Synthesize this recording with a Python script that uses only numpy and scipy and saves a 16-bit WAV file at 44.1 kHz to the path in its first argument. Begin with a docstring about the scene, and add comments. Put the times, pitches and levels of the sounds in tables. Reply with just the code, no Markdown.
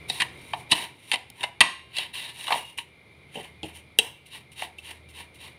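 """A steel spoon mashes butter, sugar and powder on a ceramic plate in a small kitchen.
Faint hiss and low hum throughout. From 0.1 s the spoon lands, rebounds as the hand's weight settles,
and drags sugar across the glaze; hand and paste damp most blows. At 1.6 s a hard one lets the plate ring.
Near 2.4 and 2.7 s a gliding touch leaves one mode singing. A sharp clink falls at 4 s;
from 4.3 s the spoon mashes in an even dab-and-press rhythm."""
import sys
import numpy as np
from scipy import signal
from scipy.fft import rfft, irfft
from scipy.io import wavfile
from scipy.ndimage import uniform_filter1d, minimum_filter1d

SR = 44100
rng = np.random.default_rng(int(sys.argv[2]) if len(sys.argv) > 2 else 0)


def to_wav(s):
    """Save 16-bit WAV."""
    ch = np.atleast_2d(s).T  # columns
    pcm = np.round(np.clip(ch, -1, 1) * 32767)  # PCM
    wavfile.write(sys.argv[1], SR, pcm.astype(np.int16))


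N = 246420
TIME_S = np.arange(N) / SR

# low modes, moving with the contact point: (frequency ratio [-], width [Hz], level [dB])
THUD_MODES = [(.3, 119.8, -7), (1, 169.6, -3)]
KNOCK_MODES = [(.68, 200, -10), (.87, 120, -2.5), (1, 110, 0.5), (1.17, 150, -8)]
# higher plate and spoon modes, contact-damped: (frequency [Hz], width [Hz], level [dB])
CLACK_MODES = [(1780, 320, -4), (1994, 78, 5), (2146, 367, -1), (2404, 210, 1)]
CLINK_MODES = [(2701, 100, 2), (2901, 150, 1.2), (3123, 150, -0.38)]
CHINK_MODES = [(3330, 62, -5), (3783, 126, 2), (4034, 160, -1.5), (4513, 360, -12)]
TICK_MODES = [(5520, 500, -7), (6450, 2100, -11.5), (8020, 720, -9), (9103, 400, 1), (9795, 600, -1),
              (10740, 800, -7.5), (12100, 990, -12.5), (13800, 700, -11.5)]


def from_db(db):
    """Decibels to gain."""
    return 10 ** (np.asarray(db) / 20)


def unit_rms(x):
    """Scale to rms 1."""
    return x / np.sqrt(np.mean(x ** 2) + 1e-20)


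def in_time(curve):
    """Curve value at every sample."""
    return np.interp(TIME_S, *np.transpose(curve))


def at_hz(rows, hz):
    """Spectrum columns, interpolated over log frequency."""
    points_hz, *columns = np.transpose(rows)
    return [np.interp(np.log(np.maximum(hz, 1)), np.log(points_hz), c) for c in columns]


def drift(rate_hz):
    """Random wander, rms 1."""
    count = int(TIME_S[-1] * rate_hz) + 2
    return unit_rms(np.interp(TIME_S * rate_hz, np.arange(count), rng.standard_normal(N)[:count]))


def add(track, start_s, sound):
    """Mix a sound in at start_s."""
    at = int(start_s * SR)
    track[at:at + len(sound)] += sound[:N - at]


def pitched(modes, hz):
    """Mode ratios to frequencies."""
    return [(ratio * hz, width_hz, db) for ratio, width_hz, db in modes]


def resonate(force, modes):
    """Parallel resonances; a family radiates little outside its range."""
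    out = 0
    for k, (hz, width_hz, db) in enumerate(modes):
        r = np.exp(-np.pi * width_hz / SR)
        feedback = [1, -2 * r * np.cos(2 * np.pi * hz / SR), r * r]
        mode = signal.lfilter([(1 - r * r) / 2, 0, (r * r - 1) / 2], feedback, force)
        out = out + (-1) ** k * from_db(db) * mode
    edges_hz = [modes[0][0] * 0.73, min(modes[-1][0] * 1.9, SR * .45)]
    return signal.sosfilt(signal.butter(2, edges_hz, "band", fs=SR, output="sos"), out)


def background_hiss():
    """Soft noise with a hollow ring near 2 kHz."""
    # spectrum: (frequency [Hz], relative density [dB])
    colour = [(30, -20), (65, -3), (125, 6), (220, -4.5), (380, -2.5), (750, -11), (1400, -15),
              (1850, -20.5), (2200, -9), (2650, -18.5), (3700, -13.5), (5500, -32), (8000, -38.5),
              (9500, -23.5), (12000, -36), (16000, -43)]
    # hollow ring: (frequency [Hz], width [Hz], level [dB])
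    hollow_modes = [(2120, 80, -2.5), (2180, 24, -2), (2310, 60, -3), (2450, 50, -5.5)]
    # hiss envelope: (time [s], level [dB])
    envelope = [(0, -48.5), (.6, -50), (1, -57), (2.9, -57.5), (3.1, -55.5), (3.8, -55), (4.2, -58),
                (5.59, -54)]
    colour_db, = at_hz(colour, np.arange(N // 2 + 1) * SR / N)
    hiss = unit_rms(irfft(rfft(rng.standard_normal(N)) * from_db(colour_db), N))
    hollow = unit_rms(resonate(rng.standard_normal(N), hollow_modes))
    return from_db(in_time(envelope)) * (hiss + from_db(-3) * hollow)


def appliance_hum(hz=79.5, gain_db=4.0):
    """Low tone, wavering in level and phase."""
    # hum envelope: (time [s], relative level [dB])
    envelope = [(0, -56.5), (1, -76), (1.7, -67.5), (3.3, -68), (3.7, -54), (4.3, -71), (5.1, -55),
                (5.59, -67.5)]
    level_db = in_time(envelope) + gain_db + 0.76 * drift(20)
    return from_db(level_db) * np.sin(2 * np.pi * hz * TIME_S + .5 * drift(7.4))


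def kitchen_reverb(direct):
    """Dense reflections from near walls, dying band by band."""
    # reverberation: (frequency [Hz], t60 [s], level re direct [dB])
    room = [(150, 0.29, -11), (930, 0.32, -8.5), (2820, 0.45, -19), (6000, 0.36, -17), (10000, 0.15, -19.5),
            (15000, 0.71, -18)]
    t, response = TIME_S[:SR * 3 // 4], 0
    edges_hz = np.geomspace(70, 17000, 9)
    for low, high in zip(edges_hz, edges_hz[1:]):
        t60_s, db = at_hz(room, np.sqrt(low * high))
        decay = from_db(-60 * t / t60_s) * np.clip((t - .003) / 0.002, 0, 1)
        tail = rng.standard_normal(len(t)) * decay / np.linalg.norm(decay)
        band = signal.butter(2, [low, high], "band", fs=SR, output="sos")
        response = response + from_db(db) * signal.sosfilt(band, tail)
    return signal.fftconvolve(direct, response)[:N]


def grains(per_s, spread_db):
    """Tiny slips or cracking crystals: random clicks of unequal size."""
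    sizes = from_db(spread_db * np.minimum(rng.exponential(1, N), 4.5)) * rng.choice([-1, 1], N)
    return sizes * (rng.random(N) < per_s / SR) + 1e-18


def stroke_levels_db():
    """Friction, plate body and grit: each stroke climbs, leans harder, then dies as the spoon lifts."""
    # drags on the glaze: (time [s], attack [s], hold [s], friction [dB], swell over hold [dB],
    # body offset [dB], grit offset [dB])
    drags = [(0.091, 0.015, .14, -42, -1.5, -2.5, -2), (0.37, 0.29, 0.23, -55.5, 8, -2, -1.5),
             (0.711, 0.021, 0.13, -34, -3, -2.5, -7), (1.07, 0.24, 0.072, -48.5, 9.5, -4, -3.5),
             (1.389, 0.1, 0.052, -47, 8, 2.5, -6.5), (1.976, 0.068, 0.06, -31.5, -3.5, -10.5, -13.5),
             (2.139, 0.011, 0.16, -38, -8, -7.5, -9), (2.4, 0.17, 0.19, -39, 6, -3, -4.5),
             (2.65, .05, 0.056, -49.5, -2, -17, -4.5), (2.778, 0.007, 0.0095, -36, -8, -10, -7),
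             (3.351, 0.075, 0.11, -45.5, -1, -4, -9.5), (3.635, 0.016, 0.053, -46.5, 1.5, -7, -9.5),
             (3.755, 0.046, 0.017, -45, -3.5, -13, -6), (4.0, 0.025, 0.071, -51, -5, 7.5, 2)]
    # light dab into the paste: one drag row without its time
    dab = (0.01, -0.02, -45, -3, -26, -4)
    # dab, then press: (dab time [s], press hold [s], press friction [dB])
    mashes = [(4.263, 0.036, -43.5), (4.52, 0.052, -39.5), (4.785, 0.066, -42.5), (5.091, 0.054, -44.5),
              (5.345, 0.067, -46.5)]
    press_delay_s, attack_db, lean_db = 0.062, 29.5, 7
    friction_db_per_s, body_db_per_s, grit_db_per_s = 330, 290, 310
    dabs = [(s, *dab) for s, _, _ in mashes]
    presses = [(s + press_delay_s, 0.054, hold_s, db, 2.5, -5.5, -7.5) for s, hold_s, db in mashes]
    friction = body = grit = -np.inf
    for s, attack_s, hold_s, db, swell_db, body_db, grit_db in drags + dabs + presses:
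        progress = np.clip((TIME_S - s) / hold_s, 0, 1) - .5
        level_db = db + swell_db * progress - attack_db * np.maximum(s - TIME_S, 0) / attack_s
        lifted_s = np.maximum(TIME_S - s - hold_s, 0)
        friction = np.maximum(friction, level_db - friction_db_per_s * lifted_s)
        body = np.maximum(body, level_db + body_db + lean_db * progress - body_db_per_s * lifted_s)
        grit = np.maximum(grit, level_db + grit_db - grit_db_per_s * lifted_s)
    return friction, body, grit


def spoon_scrape():
    """Stick-slip shakes the plate and spoon modes; sugar cracks under the spoon."""
    # paste on the spoon dulls the scrape: (time [s], chink re friction [dB])
    coating = [(0, 1.5), (.8, -6), (2, -8.5), (2.3, -4.5), (2.7, -9.5), (3.6, -14.5), (4.3, -4.5),
               (4.9, -9), (5.5, -6)]
    # one plate mode under a gliding touch: (time [s], level re friction [dB])
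    singing = [(2.15, -13), (2.36, -3), (2.5, -15), (2.69, 8), (2.8, -11)]
    friction_db, body_db, grit_db = stroke_levels_db()
    slips = grains(per_s=6000, spread_db=1.5) * from_db(1.5 * drift(90))
    sugar = from_db(3.0) * grains(per_s=120, spread_db=3.5)
    families = ((pitched(THUD_MODES, hz=368.0), body_db - 16.5),
                (pitched(KNOCK_MODES, hz=941), body_db - 7),
                (CLACK_MODES, (friction_db + body_db) / 2 - 5),
                (CLINK_MODES, friction_db - 3),
                (CHINK_MODES, friction_db + in_time(coating)),
                ([(2843, 20, 0)], friction_db + in_time(singing)))
    plate = sum(from_db(db) * unit_rms(resonate(slips, modes)) for modes, db in families)
    return plate + from_db(grit_db - 0.6) * unit_rms(resonate(slips + sugar, TICK_MODES))


def plate_ring(start_s=1.607, blow_db=-28):
    """The spoon leaves at once after the hardest blow; the plate rings freely."""
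    # free plate modes: (frequency [Hz], level re blow [dB], t60 [s])
    free_modes = [(1053, -3.5, 0.5), (1095, -4.5, 0.42), (1600, -19.5, 0.7), (1860, -19.5, .4),
                  (2220, -15, .4), (2390, -10, 0.41), (2675, -4.5, .3), (2810, -5, .55), (3460, -16.5, .4),
                  (3951, -13, 0.64), (5464, -21.5, 0.48)]
    out, t = np.zeros(N), TIME_S[:SR]
    for hz, db, t60_s in free_modes:
        decay = from_db(blow_db + db - 60 * t / t60_s)
        add(out, start_s, rng.choice([-1, 1]) * decay * np.sin(2 * np.pi * hz * t))
    return out


def contact_force(chatter_ms, bounce, size=4096):
    """One touch, then a dying buzz of tiny rebounds; shorter is brighter."""
    chatter_ms = max(chatter_ms, .5)
    t_ms = np.arange(size) / SR * 1000
    chatter = rng.standard_normal(size) * from_db(5.18 * rng.standard_normal(size))
    chatter *= np.exp(-t_ms / chatter_ms)
    force = bounce * chatter / np.linalg.norm(chatter)
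    force[0] += 1
    top_hz = min(9500 + 11000 / chatter_ms ** 2, SR * .45)
    return signal.sosfilt(signal.butter(4, top_hz, fs=SR, output="sos"), force + 1e-18)


def spoon_hits():
    """The landing spot sets the mix of modes; rebounds gain thud and knock as the hand settles."""
    # landings: (time [s], clink [dB], chatter [ms], thud, knock, clack, chink, tick [dB re clink],
    # thud [Hz], knock [Hz])
    landings = [(0.0981, -33, 4.9, -7.5, -4, -3, 10, -1.5, 544, 794),
                (0.2004, -27, 6.8, -29, -15, 1, -5, -10, 303, 956),
                (0.5342, -31.5, 5.1, -33, 6, -2, -8, -20.5, 517, 894),
                (0.7136, -23.5, 9, -20, -14.5, -10.5, -1.5, -7.5, 290, 1000),
                (1.1155, -23.5, 1.4, -31.5, -14.5, -3.5, -5.5, -9.5, 340, 863),
                (1.301, -54.5, 0.89, -1, -4, -14, -2, 6.5, 325, 744),
                (1.408, -38, 2.3, -13, -20, -9, -10, -11, 286, 880),
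                (1.4305, -30.5, 11, -22.5, -5, -2, -3.5, -11, 450, 890),
                (1.606, -6.5, 4.6, -18.5, -10, -1.5, -4.5, -6.5, 307, 1053),
                (1.967, -37, 4.8, -32, -17, -5.5, 3, -4.5, 266, 840),
                (2.468, -37, 2.6, -40, -8.5, -8, -4.5, -16, 500, 960),
                (2.505, -36, 3.4, -18, 12, 5, -5, -17, 550, 980),
                (2.5226, -24.5, 5.7, -18.5, 2, -1.5, -4, -19.5, 533, 961),
                (2.784, -29.5, 8.8, -24.5, -10.5, -4.5, -9, -11, 306, 956),
                (3.355, -36, 7.4, -4.5, -6, -15, -18, -18, 438, 820),
                (3.631, -35, 7.1, -0.5, -7.5, -22.5, -13.5, -14.5, 287, 801),
                (3.987, -12.5, 1.08, -18.5, -21, -17, -8, -8, 420, 815),
                (4.621, -38, 2.5, -13, 6.5, 3.5, -11, -10, 487, 876),
                (4.785, -38, 3.8, -21, -23, -31, -17, -20, 290, 730)]
    # further touches on the last landing spot: (time [s], clink [dB], chatter [ms])
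    rebounds = [(0.207, -25.5, 9.4), (0.2186, -23.5, 4), (0.718, -15.5, 3.3), (0.7267, -22.5, 6),
                (1.1204, -27, 6.1), (1.133, -24.5, 8.5), (1.1403, -27, 4.1), (1.157, -34.5, 1.9),
                (1.437, -28, 5.3), (1.611, -14.5, 2.2), (1.975, -40.5, 0.61), (1.984, -31.5, 4.4),
                (2.479, -30, 11), (2.517, -43, 2.7), (2.5415, -38, 1.3), (2.556, -42.5, 1.2),
                (3.369, -41, 16), (3.397, -45.5, 8), (3.642, -42, 13), (3.991, -18, 6.4)]
    settle_s, settle_db = .014, 9
    hit_norm = np.sqrt(.01 * SR)  # 0 dB: energy of 10 ms at rms 1
    out = np.zeros(N)
    for s, clink_db, chatter_ms in [row[:3] for row in landings] + rebounds:
        landing = max(row for row in landings if row[0] <= s)
        landed_s, _, _, thud_db, knock_db, clack_db, chink_db, tick_db, thud_hz, knock_hz = landing
        weight_db = settle_db * min((s - landed_s) / settle_s, 1)
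        force = contact_force(chatter_ms, bounce=1.9)
        families = ((pitched(THUD_MODES, thud_hz), thud_db + weight_db),
                    (pitched(KNOCK_MODES, knock_hz), knock_db + weight_db),
                    (CLACK_MODES, clack_db), (CLINK_MODES, 0),
                    (CHINK_MODES, chink_db), (TICK_MODES, tick_db))
        for modes, family_db in families:
            # the spoon's load shifts each mode from blow to blow
            loaded = [(hz * (1 + 0.016 * rng.standard_normal()), width_hz, db + 2 * rng.standard_normal())
                      for hz, width_hz, db in modes]
            sound = resonate(force, loaded)
            add(out, s, from_db(clink_db + family_db) * hit_norm * sound / np.linalg.norm(sound))
    return out


def scene():
    """Spoon and plate close by, the kitchen around them."""
    spoon = spoon_hits() + plate_ring() + spoon_scrape()
    return (spoon + kitchen_reverb(spoon) + background_hiss() + appliance_hum())[None]


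def record(dry):
    """Fast limiter just under full scale, then a steep low-pass."""
    ceiling, window_samples, cutoff_hz = .93, SR // 500, 15800
    needed_gain = ceiling / np.maximum(np.abs(dry), ceiling)
    gain = uniform_filter1d(minimum_filter1d(needed_gain, window_samples), window_samples)
    return signal.sosfilt(signal.ellip(10, .1, 80, cutoff_hz, fs=SR, output="sos"), dry * gain)


dry = scene()
out = record(dry)
to_wav(out)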